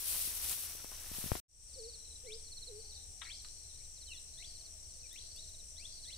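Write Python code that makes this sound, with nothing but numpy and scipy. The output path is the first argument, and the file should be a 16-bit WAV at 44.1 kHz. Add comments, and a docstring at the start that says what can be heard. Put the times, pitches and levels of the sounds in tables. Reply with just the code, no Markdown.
"""You hear someone wading through dry grass in rice fields, until all sound drops out and fades back in without the wading.
Grass is a crackle of tiny clicks; stalks knocking on the microphone are damped thumps and taps; stems snap in noise bursts.
Insects are pulsed or fluttering noise. Birds that trill, birds that call upward and a cooing dove are gliding tones,
with one pulsed noise rasp that runs into a rising call.
Below lie shaped noise for open air and rumble, and a faint wavering drone that sinks in pitch."""
import sys
import numpy as np
from scipy import signal
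from scipy.fft import rfft, irfft, next_fast_len
from scipy.io import wavfile
from scipy.ndimage import map_coordinates

SR = 44100
rng = np.random.default_rng(int(sys.argv[2]) if len(sys.argv) > 2 else 0)


def unload_audio(sound):
    """Save the sound as a 16-bit wav file, at the path given as the first command line argument."""
    columns = np.transpose(np.atleast_2d(sound))
    # keep every value between -1 and 1, then stretch to whole-number steps
    steps = np.round(np.clip(columns, -1, 1) * 32767)
    wavfile.write(sys.argv[1], SR, steps.astype(np.int16))


N = 272097
TIME = np.arange(N) / SR  # seconds
CHIP_PERIOD_S = .052  # from one chip of a trill to the next

# the dropout and return of the sound: (time [s], gain)
DROPOUT = [(1.399, 1), (1.402, 0), (1.482, 0), (1.5, .11), (1.6, .45), (1.74, 1)]


def undb(db):
    """Decibels to gain."""
    return 10 ** (np.asarray(db) / 20)


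def unit(x):
    """Scale to an average strength (rms) of 1."""
    return x / np.sqrt(np.mean(x ** 2) + 1e-30)


def curves(rows):
    """Join the points of each table column by straight lines in time."""
    s, *columns = np.transpose(rows)
    return [np.interp(TIME, s, c) for c in columns]


def colour(x, points):
    """Filter by a spectrum of (Hz, dB) points, falling 24 dB per octave outside them; rms 1."""
    hz, db = np.transpose(points)
    size = next_fast_len(N)
    f = np.maximum(np.fft.rfftfreq(size, 1 / SR), 1)
    below_db = 24 * np.minimum(np.log2(f / hz[0]), 0)
    above_db = 24 * np.minimum(np.log2(hz[-1] / f), 0)
    gain = undb(np.interp(np.log(f), np.log(hz), db) + below_db + above_db)
    return unit(irfft(rfft(x, size) * gain, size)[..., :N])


def resonate(x, hz, width_hz):
    """Ring at one resonance, with gain 1 at its centre."""
    centre_hz = min(hz, SR / 2 - 1000)
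    sharpness = hz / min(width_hz, SR / 3)
    return signal.lfilter(*signal.iirpeak(centre_hz, sharpness, SR), x)


def walk(rate):
    """Wander smoothly at random, changing about rate times a second; spread near 1."""
    steps = np.arange(int(N / SR * rate) + 2)
    return map_coordinates(rng.standard_normal(len(steps)), [TIME * rate], mode="nearest")


def pan(db):
    """Gains of left and right for a level difference; above 0 the left is louder."""
    return undb(np.array([np.atleast_1d(db), -np.atleast_1d(db)]) / 2)


def spread(pair, likeness):
    """Blend two unrelated signals into a left and right that are partly alike."""
    c = np.clip(likeness, -1, 1)
    shared = np.sqrt(1 + c) * pair[0]
    opposed = np.sqrt(1 - c) * pair[1] * np.array([[1], [-1]])
    return (shared + opposed) / np.sqrt(2)


def noise():
    """Unrelated white noise for left and right."""
    return rng.standard_normal((2, N))


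def add(track, s, sound):
    """Mix a short sound into a track at time s."""
    start = max(int(s * SR), 0)
    part = sound[:max(N - start, 0)]
    track[start:start + len(part)] += part


def swell(start, end, rise_s, fall_s):
    """An envelope that grows until start, holds until end and dies away."""
    return np.exp(np.minimum(TIME - start, 0) / rise_s - np.maximum(TIME - end, 0) / fall_s)


def together(gains):
    """Joint strength of unrelated sounds: their powers add."""
    return np.sqrt(sum(g ** 2 for g in gains))


def whistles(notes):
    """Pure tones, each gliding along its (s, Hz, dB) points."""
    out = np.zeros(N)
    for note in notes:
        s, hz, db = np.transpose(note)
        t = np.arange(s[0], max(s[-1], s[0] + .01), 1 / SR)
        # short ramps at both ends avoid clicks
        edges = np.clip(np.minimum(t - t[0], t[-1] - t) / 0.0019, 0, 1)
        phase = 2 * np.pi * np.cumsum(np.interp(t, s, hz)) / SR
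        add(out, s[0], np.sqrt(2) * edges * undb(np.interp(t, s, db)) * np.sin(phase))
    return out


def placed(shape, s, pitch, db):
    """A call shape moved to its time, pitch and level."""
    return np.array(shape) * [1, pitch, 1] + [s, 0, db]


def outdoors(x, pan_db, near_db, far_db, t60, lag_s=0):
    """Direct sound (left lag_s later), quick scatter from the crop, and a thin tail from the tree line."""
    t = np.arange(SR) / SR
    near = rng.standard_normal((2, SR)) * undb(-60 * t / .04)
    far = rng.standard_normal((2, SR)) * undb(-60 * t / t60) * np.clip(t / 0.022, 0, 1)
    response = (undb(near_db) * unit(near) + undb(far_db) * unit(far)) / np.sqrt(SR)
    direct = np.array([np.interp(TIME - lag_s, TIME, x), x])
    echoes = signal.fftconvolve(x[None], response, axes=1)[:, :N]
    total = np.sqrt(1 + undb(near_db) ** 2 + undb(far_db) ** 2)
    return pan(pan_db) * (direct + echoes) / total


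def crackle(rate, scatter_db):
    """Countless tiny clicks of uneven size, left and right; rate is clicks per second."""
    sizes = undb(scatter_db * np.minimum(rng.exponential(size=(2, N)), 6))
    return unit(noise() * sizes * (rng.random((2, N)) < rate / SR))


def grass():
    """Each push makes dry blades scrape past each other in a dense hiss; thicker stems crunch lower down."""
    # spectra of the two layers: (frequency [Hz], level [dB per Hz])
    hiss_spectrum = [(2500, -16), (4500, -10), (6500, -12.5), (8800, -4.5), (10300, -3), (12500, -5),
                     (15500, -7.5)]
    crunch_spectrum = [(60, 11), (200, -6), (450, -4), (900, -3.5), (1800, -2.5), (3200, -1), (4500, -2),
                       (7000, -4), (12000, -26)]
    # pushes through the grass: surges of rustle, some made of two overlapping parts:
    # (push start [s], push end [s], hiss level [dB], crunch level [dB], settling time [s])
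    pushes = [(0.106, 0.202, -36, -53, 0.2), (0.517, .53, -36.5, -53, 0.027),
              (0.538, 0.63, -42.5, -61, .14), (1.179, 1.2, -43.5, -58, 0.27),
              (1.31, 1.33, -53, -52.5, 0.12)]
    # blades keep brushing the legs between pushes
    hisses, crunches = [undb(-53)], [undb(-58)]
    for start, end, hiss_db, crunch_db, settle_s in pushes:
        push = swell(start, end, rise_s=0.13, fall_s=settle_s)
        hisses.append(undb(hiss_db) * push)
        crunches.append(undb(crunch_db) * push)
    hiss = colour(spread(crackle(rate=14000, scatter_db=-1.0), likeness=0.03), hiss_spectrum)
    hiss = hiss * together(hisses) * undb(1.2 * walk(50))
    crunch = colour(spread(crackle(rate=5000, scatter_db=0.5), likeness=0.75), crunch_spectrum)
    crunch = crunch * together(crunches) * undb(2.0 * walk(59.57))
    before_return = TIME < DROPOUT[2][0]
    return (hiss * pan(3.5) + crunch * pan(.5)) * before_return


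def knocks(tap_hz=480):
    """Each stalk taps the left port and pushes a short, heavily damped thump into it."""
    # knocks: (time [s], thump level [dB], thump pitch [Hz], tap level [dB] before a gain of 1.55)
    knock_rows = [(0.275, -35.5, 280, -58), (.751, -42, 380, -40), (.845, -38.5, 226, -31.5),
                  (.918, -69, 257, -36), (1.115, -32, 205, -40), (1.185, -31, 172, -37.5),
                  (1.241, -25.5, 170, -37), (1.261, -26.5, 157, -54), (1.3179, -15, 101, -15),
                  (1.3535, -31, 172, -23.5), (1.3563, -32, 129.5, -26.5)]
    out, t = np.zeros(N), np.arange(SR // 20) / SR
    for s, thump_db, hz, tap_db in knock_rows:
        thump = -np.sin(2 * np.pi * hz * t) * np.exp(-t * hz / 0.4)
        tap = np.cos(2 * np.pi * tap_hz * t) * np.exp(-t / 0.0006) * (1 - np.exp(-t / 0.00014))
        add(out, s, undb(thump_db) * thump + 1.55 * undb(tap_db) * tap)
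    return out * undb([[0], [-27]])  # much weaker on the right


def snaps():
    """Single dry stems crack with a brief broad ring."""
    # cracks: (time [s], level [dB], centre [Hz], decay [s])
    snap_rows = [(.444, -38, 11100, .003), (0.495, -35, 9000, 0.0027), (.515, -37, 9100, 0.005),
                 (.528, -38, 4000, 0.0018), (.92, -53, 1050, .005), (3.422, -57, 11000, .003),
                 (3.447, -54, 1330, 0.004), (3.448, -47, 3900, 0.0025), (3.486, -48, 5470, 0.0012),
                 (5.130, -53, 13000, 0.002), (5.362, -52, 11000, .002), (5.362, -53, 4800, 0.0032),
                 (5.493, -55, 11500, 0.0012)]
    out, t = np.zeros(N), np.arange(SR // 20) / SR
    for s, db, hz, decay in snap_rows:
        crack = resonate(resonate(rng.standard_normal(len(t)), hz, 0.63 * hz), hz, 0.63 * hz)
        add(out, s, undb(db) * unit(crack) * np.exp(-t / decay))
    return outdoors(out, pan_db=12.5, near_db=-25.0, far_db=-5, t60=0.15)


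def ticker(rate, hz, width_hz):
    """An insect whose wing strokes each scrape a short burst out of one resonance."""
    phase = np.cumsum(rate * (1 + .012 * walk(5.4))) / SR % 1
    stroke = np.exp(-((phase - .5) / .18) ** 2) * undb(1.5 * walk(40))
    scrape = spread(noise(), likeness=0.18) * stroke
    return unit(resonate(resonate(scrape, hz, width_hz), hz, width_hz))


def insects():
    """Near tickers beat against each other in pairs over two far choirs that blur into a shimmer."""
    # near tickers: (start [s], end [s], strokes [per s], centre [Hz], width [Hz], level [dB])
    tick_bouts = [(0, 1.45, 58, 5930, 890, -58.5), (0, .9, 83, 5680, 510, -60.5),
                  (3.2, 6.17, 64.3, 5950, 870, -63), (5.05, 6.17, 71, 5730, 510, -66.5)]
    # spectra of the two far choirs: (frequency [Hz], level [dB per Hz])
    low_spectrum = [(4700, -25), (5200, -11), (5500, -3), (5750, 2), (6050, -7.5), (6400, -7.5),
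                    (7000, -25.5)]
    high_spectrum = [(6000, -24), (6900, -11.5), (7450, -1), (8400, 1), (8900, -1), (9500, -9.5),
                     (10300, -16.5), (12000, -27.5)]
    near = 0
    for start, end, rate, hz, width_hz, db in tick_bouts:
        bout = undb(db) * swell(start, end, rise_s=0.35, fall_s=0.23)
        near = near + bout * ticker(rate, hz, width_hz)
    low = colour(noise(), low_spectrum) * undb(-58.5 + .5 * walk(5.8))
    flutter = 1 + 0.1 * np.sin(2 * np.pi * np.cumsum(110 + 5 * walk(1)) / SR)
    high = colour(spread(noise(), likeness=0.024), high_spectrum) * undb(-55.5 + .5 * walk(17)) * flutter
    return near * pan(2.33) + low * pan(7.2) + high * pan(3.5)


def chips(rows, sweep_hz_per_s):
    """Chips (middle s, Hz, dB, half length s) that swell while falling ever faster; short ones cover less pitch."""
    # (time in half lengths, pitch in sweeps per half length, dB)
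    shape = np.array([(-1, .75, -13), (-.33, .35, -3), (.33, -.35, 0), (.85, -1.05, -12)])
    return whistles(shape * [half_s, half_s * sweep_hz_per_s, 1] + [s, hz, db] for s, hz, db, half_s in rows)


def phrase(first, last, hz, db, first_db, half_s):
    """Evenly spaced chips that settle to full voice while their pitch sags a little."""
    count = round((last - first) / CHIP_PERIOD_S) + 1
    k, chance = np.arange(count), rng.standard_normal((count, 2))
    # the pitch sags 19 Hz per chip, and no two chips are quite alike
    pitch = hz - 19 * (k - k.mean()) + 25.2 * chance[:, 0]
    level = db + first_db * np.exp(-k / .7) - 0.1 * chance[:, 1]
    return np.transpose([np.linspace(first, last, count), pitch, level, np.full(count, half_s)])


def trilling_birds():
    """Birds a little to the right sing short phrases of falling tones, about nineteen chips a second."""
    # phrases: (first chip [s], last chip [s], pitch [Hz], level [dB], extra level of the first chip [dB],
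    # half length of a chip [s])
    trills = [(1.699, 1.945, 4400, -52, -13, .021), (2.002, 2.159, 4070, -52.5, -2, .01),
              (2.022, 2.127, 4010, -57, -2, .01), (2.344, 2.449, 4390, -58, -1, .016),
              (2.478, 2.68, 4173, -46, -7, 0.014), (2.757, 2.954, 4500, -55, -7, .014),
              (2.978, 3.034, 4260, -61, -3, .018), (3.25, 3.453, 4340, -52, -2.5, 0.016),
              (3.64, 3.847, 4170, -61, -10, .018), (3.973, 4.175, 4140, -51.5, -7, .019),
              (4.301, 4.457, 4290, -57.5, -6, 0.015), (4.508, 4.661, 4310, -54.5, -3, .019),
              (4.844, 5.068, 4460, -62.5, -3, 0.02), (5.27, 5.368, 4560, -54.5, -7, 0.017),
              (5.434, 5.596, 4060, -56.5, 1, .018), (5.993, 6.138, 4186, -47.5, -7, 0.016)]
    song = chips(np.vstack([phrase(*row) for row in trills]), sweep_hz_per_s=24600)
    return outdoors(song, pan_db=-2.0, near_db=-5.0, far_db=-8.5, t60=0.31)


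def far_birds(far_hz=4280, half_s=0.02):
    """More birds of the trilling kind blur together far off, as scattered chips that grow louder in bouts."""
    # louder bouts: (start [s], end [s], level [dB])
    far_bouts = [(2.804, 2.97, -63), (3.35, 3.75, -64), (4.376, 4.522, -59), (5.147, 5.45, -60.5),
                 (5.88, 6.17, -60)]
    count = int(N / SR / CHIP_PERIOD_S)
    chance = rng.standard_normal((count, 3))
    s = np.arange(count) * CHIP_PERIOD_S + .008 * chance[:, 0]
    rows = np.transpose([s, far_hz + 160 * chance[:, 1], 3 * chance[:, 2], np.full(count, half_s)])
    gains = [undb(-71.5)]  # the lulls between bouts
    gains += [undb(db) * swell(start, end, rise_s=0.11, fall_s=0.038) for start, end, db in far_bouts]
    song = unit(chips(rows, sweep_hz_per_s=24040)) * together(gains)
    return outdoors(song, pan_db=-0.5, near_db=7.5, far_db=10.0, t60=0.32)


def glide(s, length_s, start_hz, end_hz, bend, db, loudest):
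    """(s, Hz, dB) points of a whistle that bends from one pitch to another, swelling and fading once."""
    share, edge_db = np.linspace(0, 1, 20), -11.5
    fade_db = np.interp(share, [0, np.clip(loudest, .05, .95), 1], [edge_db, 0, edge_db])
    hz = start_hz + (end_hz - start_hz) * share ** bend
    return np.transpose([s + share * length_s, hz, db + fade_db])


def bird_rasp():
    """Each pulse lets a short puff of noise through a throat that opens wide and narrows to one resonance."""
    # the rasp: (time [s], pulses [per s], level [dB] before a 3 dB cut, open throat against narrow [dB])
    rasp_points = [(3.208, 560, -77, -9), (3.219, 420, -52, 11.5), (3.229, 330, -59.5, 8),
                   (3.245, 280, -62, 5), (3.265, 270, -53.5, -7), (3.295, 320, -61.5, -18),
                   (3.322, 260, -65, -16)]
    # spectrum of the open throat: (frequency [Hz], level [dB per Hz])
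    open_throat = [(700, -9), (1400, 2), (2400, -7), (3600, 7.5), (4100, -2), (5000, -24)]
    rate, db, open_db = curves(rasp_points)
    phase = np.cumsum(rate * (1 + 0.045 * walk(200))) / SR % 1
    puffs = np.exp(-phase / 0.71) * rng.standard_normal(N)
    narrow = unit(resonate(resonate(puffs, 1900, 1300), 1940, 1300))
    sounding = (TIME > rasp_points[0][0]) * (TIME < rasp_points[-1][0])
    return (narrow + undb(open_db) * colour(puffs, open_throat)) * undb(db - 3) * sounding


def calling_bird():
    """Two-voiced rising calls, loose whistles and one pulsed rasp that runs into a call, on the left."""
    # a call whose voice breaks upward, and its second, higher voice:
    # (time from the break [s], pitch [Hz], relative level [dB])
    low_voice = [(-.06, 1704, -27), (-.035, 1950, -12), (-.002, 2257, -4.5), (.003, 2923, -2),
                 (.014, 3255, 0), (.025, 3655, 1), (.034, 4550, -4.5), (.048, 4830, -8.5), (.074, 4780, -8)]
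    high_voice = [(-.06, 3150, -20), (-.047, 3600, -9), (-.025, 3950, -8), (.0, 4400, -14)]
    # calls: (time of the break [s], pitch factor, relative level [dB], second voice against it [dB])
    rising_calls = [(2.308, 1.08, -49.5, -22), (3.301, 1.05, -49, -1), (4.425, 0.98, -53.5, 5),
                    (5.161, .96, -54.5, 4), (6.103, 0.95, -52.5, 5)]
    # whistles: (start [s], length [s], start pitch [Hz], end pitch [Hz], bend [above 1 the glide comes late],
    # relative level [dB], loudest point [share of the length])
    loose_whistles = [(2.244, 0.053, 1960, 4830, 0.49, -57, 0.69), (3.772, .06, 1700, 2750, 1.4, -72, .7),
                      (4.073, 0.07, 3150, 2400, 1.5, -48.5, .7),
                      (4.127, 0.062, 3900, 3000, 0.91, -57, 0.32),
                      (4.123, 0.053, 2200, 1830, 0.65, -65, .5), (5.03, .035, 2630, 2300, 1.1, -64, .4),
                      (5.355, 0.043, 2650, 3050, 1, -62.5, .5), (5.367, 0.043, 3360, 4230, 1.27, -53, .6),
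                      (5.76, .06, 3120, 5200, 0.82, -50.5, 0.47), (5.764, 0.081, 1704, 2870, .9, -59.5, 1),
                      (5.836, .042, 3100, 4080, 1.25, -47, .45)]
    notes = [placed(low_voice, s, pitch, db) for s, pitch, db, _ in rising_calls]
    notes += [placed(high_voice, s, pitch, db + second_db) for s, pitch, db, second_db in rising_calls]
    notes += [glide(*row) for row in loose_whistles]
    song = whistles(notes) * undb(3.0 * walk(260))  # a quick unsteadiness in loudness
    whistled = outdoors(song * undb(-1.5), pan_db=5.5, near_db=0, far_db=-5.5, t60=.45)
    return whistled + outdoors(bird_rasp(), pan_db=9.5, near_db=-7, far_db=-21, t60=0.63)


def dove():
    """Soft, pure coos that dip and lift, off to the right: three clear ones and a faint late one."""
    # the shape of one coo: (time from its start [s], pitch [Hz], relative level [dB])
    coo_shape = [(0, 456, -12), (.016, 548, -6.5), (.032, 512, 2), (.05, 438.4, 0.5), (.075, 441, 0.5),
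                 (.11, 455, 2), (.13, 482, 0), (.15, 464, -15)]
    # coos: (start [s], pitch factor, level [dB])
    coo_rows = [(1.756, 1.003, -53.5), (2.235, 0.97, -54), (2.671, .935, -55), (4.93, 1.08, -77)]
    song = whistles(placed(coo_shape, *coo) for coo in coo_rows)
    return outdoors(song, pan_db=-2.0, near_db=-35, far_db=-13.5, t60=1.1, lag_s=0.00033)


def far_drone():
    """A faint tone comes and goes, sinking in pitch, its strength and phase wavering at random."""
    # times when it is heard: (start [s], end [s], level [dB])
    drone_bouts = [(2.849, 3.15, -79.5), (4.4, 4.705, -80), (5.35, 5.7, -78.5)]
    start_hz, end_hz, sink_s = 810, 635, 1.0
    hz = end_hz + (start_hz - end_hz) * np.exp(-np.maximum(TIME - drone_bouts[0][0], 0) / sink_s)
    phase = 2 * np.pi * np.cumsum(hz) / SR
    strength = together(undb(db) * swell(start, end, rise_s=.1, fall_s=0.45) for start, end, db in drone_bouts)
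    return strength * (walk(110) * np.sin(phase) + walk(110) * np.cos(phase))


def background():
    """Thin open-air hiss and a low rumble nearly alike on both sides, both shaped noise, with the far drone."""
    # spectra of the open air and the rumble: (frequency [Hz], level [dB per Hz])
    air_spectrum = [(130, -2.5), (280, 4.5), (430, 6), (650, 3), (950, -4), (1500, -5.5), (2500, -0.5),
                    (4000, 1.5), (7000, -2), (11000, -4.5), (13500, -6.5), (15500, -7.5)]
    rumble_spectrum = [(8.8, -31.5), (15, 6), (27, -9.5), (48, -6.5), (70, -6.5), (87, -11), (102, -19.5),
                       (124, -16.5), (141, -27.5), (161, -26.5), (260, -36), (340, -61), (570, -120)]
    air = colour(spread(noise(), likeness=0.1), air_spectrum) * undb(-65.5 + 0.28 * walk(3.6))
    rumble = colour(spread(noise(), likeness=0.86), rumble_spectrum) * undb(-56.5 + 0.83 * walk(2.9))
    return air + rumble + far_drone()


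def scene():
    """Everything in the fields."""
    walker = grass() + knocks() + snaps()
    animals = insects() + trilling_birds() + far_birds() + calling_bird() + dove()
    return walker + animals + background()


def record(dry):
    """The sound drops out and fades back in, and a steep filter removes the highest treble."""
    gain, = curves(DROPOUT)
    top_cut = signal.ellip(12, .1, 80, 15600, fs=SR, output="sos")  # cut above 15600 Hz
    return signal.sosfilt(top_cut, dry * gain)


dry = scene()
out = record(dry)
unload_audio(out)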